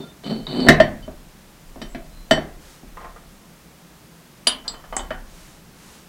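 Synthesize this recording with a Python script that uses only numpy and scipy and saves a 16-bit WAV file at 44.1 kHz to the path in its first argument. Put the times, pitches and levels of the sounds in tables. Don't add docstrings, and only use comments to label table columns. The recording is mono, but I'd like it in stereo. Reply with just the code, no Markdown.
import sys
import numpy as np
from scipy import signal
from scipy.fft import rfft, irfft, next_fast_len
from scipy.io import wavfile
from scipy.ndimage import map_coordinates

SR = 44100
rng = np.random.default_rng(int(sys.argv[2]) if len(sys.argv) > 2 else 0)


def store_wav(level_fs):
    pcm = np.round(np.clip(np.atleast_2d(level_fs), -1, 1) * 32767)
    wavfile.write(sys.argv[1], SR, pcm.T.astype(np.int16))


N = 268172
T = np.arange(SR * 3 // 5) / SR

# (time [s], force [dB], base [dB], wall [dB], china [dB], contact hardness
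# [Hz])
POT_KNOCKS = [(0.236, -36, 2.5, -13, -10, 4960), (0.264, -32, -1, -29, 6, 5530),
              (.299, -32, -6, -27, 8, 4000), (0.668, -14, -4.5, -1.5, -17, 1540),
              (0.6856, 1, 8, 5, -10, 8060), (0.728, -35, -1, 15, -1, 4000),
              (0.8003, -11, 15, 7, 2.5, 4100), (1.026, -58.5, -7, -13, 34.5, 3010),
              (1.078, -29.5, 10, -26, -20, 900), (1.759, -31.5, 2.5, -16, -18, 900),
              (1.816, -27, -8, -5, 4, 7100), (1.9474, -25.5, 4, -16, -8, 3246),
              (2.3098, -9, 13.5, 3.5, 7, 7740), (2.3755, -21, 5, -3, -15, 2000),
              (2.831, -35.5, -16, -17, -20, 350), (5.1053, -31, 15, 6.5, 11, 2000)]
# (frequency [Hz], level [dB], t60 [s])
TABLETOP_MODES = [(78, -24, .4), (156, -14.5, .32), (228, -10, .19), (254, 1, .08), (337, -11.5, .2),
                  (394, -15, .21)]
POT_BASE_MODES = [(580, -20, .08), (640, 0, .06), (712, -22, .11), (1040, -24, .06)]
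POT_WALL_MODES = [(1390, -11, .07), (1662, -9, .055), (1775, -5, .055), (1799, -8.5, .13), (1855, -12, .15),
                  (1884, -8.5, .1), (2060, -19, .17)]
CHINA_MODES = [(2994, -16, .16), (3068, -16, .19), (3620, -31, .16), (4461, -21, .22), (4759, -24, .12),
               (5678, -26, .22), (7687, -23, .14), (8245, -36, .2)]
# (frequency [Hz], level [dB])
CRACK_SPECTRUM = [(60, -4), (100, -14), (320, 3.5), (480, -9), (660, 8.5), (850, -7), (1300, -6.5),
                  (1900, -6), (2600, -11), (3800, -7), (7000, -18), (11000, -24), (16000, -21.5)]


def pot_knocks(pass_down_s=0.0025):
    out = np.zeros(N)
    for s, force_db, base_db, wall_db, china_db, hard_hz in POT_KNOCKS:
        contact = lambda hz: 1 / np.sqrt(1 + (hz / hard_hz) ** 4)
        thud = amp(2) * ring(TABLETOP_MODES, contact, scatter_db=1.5)
        clonk = amp(base_db) * ring(POT_BASE_MODES, contact, scatter_db=-3.5)
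        chime = amp(china_db) * ring(CHINA_MODES, contact, scatter_db=3.5)
        rattle = amp(-24.5) * burst(lambda hz: 1 / (1 + ((hz - 1830) / 240) ** 2), t60=0.42)
        clang = amp(wall_db) * (ring(POT_WALL_MODES, contact, scatter_db=0.5) + rattle)
        crack = burst(lambda hz: amp(along(CRACK_SPECTRUM, hz)) * contact(hz), t60=0.046)
        strike = in_room(clang + chime, wet_db=-32) + in_room(crack, wet_db=-4.5)
        below = in_room(clonk, wet_db=-22.5) + in_room(thud, wet_db=-23.5)
        add(out, s, amp(force_db) * strike)
        add(out, s + pass_down_s, amp(force_db) * below)
    return out


# (time [s], clack [dB], ring [dB], china over cap [dB], brightness [Hz], spread [octaves])
LIGHT_CONTACTS = [(.468, -30.5, -19, 2, 3920, 0.099), (0.514, -49, -27, -6, 4100, 0.087),
                  (.602, -51, -25.5, -2, 4500, 0.24), (4.469, -22.5, -11, 3.5, 2990, 0.29),
                  (4.4704, -21.5, -4, -15, 6460, 1.37), (4.6793, -39, -16, -10, 4600, 0.22),
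                  (4.679, -64, -29.5, 21, 7800, 0.16), (4.7402, -36.5, -47, 13, 3070, 0.33),
                  (4.8393, -38, -50, 3, 3000, .25), (4.9251, -25.5, -51, 3, 2600, 0.37),
                  (4.9658, -21.5, -14, 10, 7340, 0.12), (4.993, -30, -28, 5.5, 3300, 0.28),
                  (5.1056, -21.5, -52, 6, 2320, 0.34)]
# (frequency [Hz], level [dB], t60 [s])
CAP_MODES = [(3280, -11, .04), (3695, -14, .13), (4765, -3, .07), (5655, -13, .035), (7230, -19, .07),
             (8500, -14, .035), (9735, -10, .11), (13100, -22, .06), (13800, -25, .05)]
# (frequency [Hz], level [dB])
TICK_SPECTRUM = [(400, -41), (1700, 3.5), (2500, -8.5), (3200, 4.5), (4000, -1), (5400, -6.5), (6500, -15),
                 (8000, -11.5), (9700, -5), (11200, -27.5), (13200, -31), (16000, -45)]
CLACK_SPECTRUM = [(100, -21), (420, 0.5), (600, 8), (1200, 6.5), (2000, -2.5), (3500, -15.5), (8000, -31.5),
                  (16000, -60)]


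def clinks(jolt_hz=3300):
    out = np.zeros(N)
    for s, clack_db, ring_db, china_db, bright_hz, octaves in LIGHT_CONTACTS:
        band = lambda hz: 1 / (1 + (np.log2((hz + 1) / bright_hz) / octaves) ** 2)
        tick_colour = lambda hz: amp(along(TICK_SPECTRUM, hz)) * band(hz)
        tick = amp(ring_db - 2) * burst(tick_colour, t60=0.021, swell_s=0.0003)
        chime = amp(ring_db + china_db) * ring(CHINA_MODES, band, scatter_db=2)
        ping = amp(ring_db) * ring(CAP_MODES, band, scatter_db=2)
        clack = amp(clack_db) * burst(lambda hz: amp(along(CLACK_SPECTRUM, hz)), t60=0.057)
        thud = amp(clack_db - 15.5) * ring(TABLETOP_MODES, lambda hz: 1, scatter_db=-4.5)
        jolt = amp(clack_db) * ring(CHINA_MODES, lambda hz: 1 / (1 + (hz / jolt_hz) ** 8), scatter_db=1)
        add(out, s, in_room(chime + ping + jolt, wet_db=-9.5))
        add(out, s, in_room(tick, wet_db=-5.5))
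        add(out, s, in_room(clack + thud, wet_db=-5))
    return out


# (time [s], length [s], judder [dB], grit [dB], chatter rate [Hz])
TEAPOT_SHOVES = [(0, 0.0057, -21, -36.5, 290), (0.241, 0.082, -21, -29, 225),
                 (0.475, 0.28, -22.5, -32, 250)]
# (frequency [Hz], level [dB])
JUDDER_SPECTRUM = [(47, -65), (80, -45.5), (146, -2.5), (187, -9.5), (242, -3.5), (343, -10.5), (390, -5.5),
                   (438, -15), (567, -17), (655, -15), (1100, -29), (1850, -38), (2500, -42.5), (3250, -66),
                   (5500, -120)]
GRIT_SPECTRUM = [(900, -27.5), (1600, -9.5), (2500, -4), (3100, -8), (4200, 12.5), (4750, 2), (5300, -46),
                 (8000, -8.5), (12000, -31), (16000, -29)]


def teapot_slide(slips_per_s=550, sing_hz=3650, chatter_sag=0.074, grit_lead_s=0.03, rise_s=0.12):
    slips = (rng.random(N) < slips_per_s / SR) * rng.uniform(-1.02, 1, N)
    friction = unit(unit(slips) + 0.84 * rng.standard_normal(N))
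    judder = unit(filtered(friction, lambda hz: amp(along(JUDDER_SPECTRUM, hz))))
    grit = amp(-5) * unit(filtered(friction, lambda hz: amp(along(GRIT_SPECTRUM, hz))))
    china = ring(CHINA_MODES, lambda hz: 1 / (1 + ((hz - sing_hz) / 1200) ** 2), scatter_db=0)
    rubbed_china = signal.fftconvolve(friction, china)[:N]
    song = amp(-4) * unit(filtered(rubbed_china, lambda hz: amp(along(GRIT_SPECTRUM, hz) / 2)))
    out = np.zeros(N)
    for s, length, judder_db, grit_db, chatter_hz in TEAPOT_SHOVES:
        push = lambda seconds: effort(s, seconds, rise_s, from_db=-13.5, fall_db_per_s=150.5)
        sagging_hz = chatter_hz * (1 - chatter_sag * (1 - push(length)))
        chatter = waver(sagging_hz, jitter=0.046, knots_per_s=110)
        out += amp(judder_db) * push(length) * judder
        out += amp(grit_db) * push(length - grit_lead_s) ** 0.8 * (grit + song)
        out += amp(judder_db + 2) * push(min(length, rise_s)) ** 1.6 * chatter
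    until_landing = np.interp(np.arange(N) / SR, [0.68, 0.71], [1, 0])
    return in_room(out * until_landing, wet_db=-18)


# (time [s], level [dB], t60 [s])
HAND_SCUFFS = [(2.969, -31, 0.077), (3.002, -40.5, 0.34), (3.044, -31.5, 0.065), (3.159, -37, 0.075),
               (4.644, -42.5, 0.7)]


def hand_scuffs(rise_s=0.0033):
    out = np.zeros(N)
    for s, db, t60 in HAND_SCUFFS:
        add(out, s, amp(db) * noise(CLACK_SPECTRUM, len(T)) * fade(t60) * (1 - np.exp(-T / rise_s)))
    return in_room(out, wet_db=-4)


# (time [s], length [s], pitch [Hz], level [dB])
GLAZE_SQUEAKS = [(.0, .055, 3600, -46), (.03, .06, 1390, -53), (.07, .06, 3600, -53),
                 (1.88, .07, 7690, -57), (2.11, .17, 4080, -58)]


def finger_squeaks():
    out = np.zeros(N)
    for s, length, hz, db in GLAZE_SQUEAKS:
        n = round(length * SR)
        add(out, s, amp(db) * waver(hz, jitter=0.016, knots_per_s=950)[:n] * np.sqrt(arch(n)))
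    return in_room(out, wet_db=-12.5)


# (time [s], length [s], level [dB])
SLEEVE_SWISHES = [(2.574, 0.26, -50), (3.904, 0.22, -63.5), (5.221, 0.41, -50.5), (5.714, 0.38, -49.5)]
# (frequency [Hz], level [dB])
CLOTH_SPECTRUM = [(1000, 7), (3000, 3), (6500, 3), (9000, 0.5), (13000, -7), (16000, -21)]


def sleeve():
    out = np.zeros(N)
    for s, length, db in SLEEVE_SWISHES:
        n = round(length * SR)
        add(out, s, amp(db) * noise(CLOTH_SPECTRUM, n) * arch(n))
    return out


# (time [s], length [s], level [dB])
HAND_LEANS = [(0.307, 0.7, -41), (.67, 0.13, -38.5), (1.65, .3, -41), (1.967, 0.49, -40.5),
              (2.84, 0.14, -43), (4.43, 0.5, -47.5), (4.872, 0.12, -34.5)]
# (frequency [Hz], level [dB])
SWAY_SPECTRUM = [(12, -32), (22, -3.5), (30, -6), (36, -2), (46, -24.5), (68, -15.5), (80, -20.5),
                 (100, -35), (140, -57)]


def table_sway():
    power = sum((amp(db) * effort(s, length, rise_s=0.044, from_db=-13, fall_db_per_s=33.5)) ** 2
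                for s, length, db in HAND_LEANS)
    return np.sqrt(power) * noise(SWAY_SPECTRUM, N)


# (frequency [Hz], level [dB])
AIR_SPECTRUM = [(15, -32), (25, -14.5), (74, -7), (97, -24.5), (114, -10), (166, -3), (270, -13.5),
                (309, -12.5), (405, -16), (575, -17), (818, -19.5), (1070, -20), (4030, -29), (6050, -31),
                (16000, -49.5)]
HISS_SPECTRUM = [(15, -33.5), (25, -11.5), (206, -0.5), (624, -3), (677, -3), (1260, -6), (7510, -5),
                 (14800, -7.5), (16000, -9.5)]


def background():
    air = amp(-49) * noise(AIR_SPECTRUM, N)
    return air + table_sway() + amp(-52.5) * noise(HISS_SPECTRUM, (2, N))


# (frequency [Hz], t60 [s])
ROOM_DECAY = [(100, 0.99), (500, 0.39), (2000, 0.34), (5000, 0.17), (12000, 0.13)]


def in_room(x, wet_db, build_s=0.0013):
    hz, t, spectra = signal.stft(rng.standard_normal(len(T)), SR, nperseg=256)
    decay = np.exp(-np.log(1000) * t / along(ROOM_DECAY, hz)[:, None])
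    tail = signal.istft(spectra * decay, SR, nperseg=256)[1][:len(T)]
    tail *= 1 - np.exp(-(T / build_s) ** 2)
    return x + amp(wet_db) * signal.fftconvolve(x, tail / np.linalg.norm(tail))[:len(x)]


def ring(modes, weight, scatter_db, swell_s=0.0024):
    spot_db = scatter_db * rng.standard_normal(len(modes))
    tones = sum(amp(db + change) * weight(hz) * np.sin(2 * np.pi * hz * T) * fade(t60)
                for (hz, db, t60), change in zip(modes, spot_db))
    return tones * (1 - np.exp(-T / swell_s))


def burst(response, t60, swell_s=0.00061):
    return unit(filtered(rng.standard_normal(len(T)), response)) * fade(t60) * (1 - np.exp(-T / swell_s))


def waver(hz, jitter, knots_per_s):
    knots = rng.standard_normal(int(N * knots_per_s / SR) + 4)
    wobble = map_coordinates(knots, [np.arange(N) * knots_per_s / SR])
    return np.sqrt(2) * np.sin(2 * np.pi * np.cumsum(hz * (1 + jitter * wobble)) / SR)


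def effort(s, length, rise_s, from_db, fall_db_per_s):
    t = np.arange(N) / SR - s
    built = np.clip(np.minimum(t, length) / rise_s, 0, 1)
    onset = np.clip(t / 0.0037, 0, 1)
    return amp(from_db * (1 - built) - fall_db_per_s * np.maximum(t - length, 0)) * onset


def fade(t60):
    return np.exp(-np.log(1000) * T / t60)


def arch(n):
    return np.sin(np.pi * np.arange(n) / n)


def noise(spectrum, size):
    return unit(filtered(rng.standard_normal(size), lambda hz: amp(along(spectrum, hz))))


def filtered(x, response):
    n = x.shape[-1]
    padded = next_fast_len(n + 8192)
    return irfft(rfft(x, padded) * response(np.fft.rfftfreq(padded, 1 / SR)), padded)[..., :n]


def along(points, hz):
    frequencies, values = np.transpose(points)
    return np.interp(np.log(hz + 1), np.log(frequencies + 1), values)


def amp(db):
    return 10 ** (np.asarray(db) / 20)


def unit(x):
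    return x / np.sqrt(np.mean(x ** 2) + 1e-20)


def add(track, s, sound):
    part = track[max(round(s * SR), 0):][:len(sound)]
    part += sound[:len(part)]


def scene():
    near = pot_knocks() + clinks() + hand_scuffs() + teapot_slide() + finger_squeaks() + sleeve()
    echoes = in_room(near, wet_db=-22.5) - near
    bright_echoes = filtered(echoes, lambda hz: hz ** 2 / (hz ** 2 + 2500 ** 2))
    rumble = amp(-69) * noise(SWAY_SPECTRUM, N)
    sides = (bright_echoes + rumble) * np.array([[1], [-1]])
    return near + sides + background()


def record(dry, top_hz=16000):
    clipped = dry / (1 + np.abs(dry) ** 8) ** (1 / 8)
    return filtered(clipped, lambda hz: 1 / (1 + (hz / top_hz) ** 240))


dry = scene()
out = record(dry)
store_wav(out)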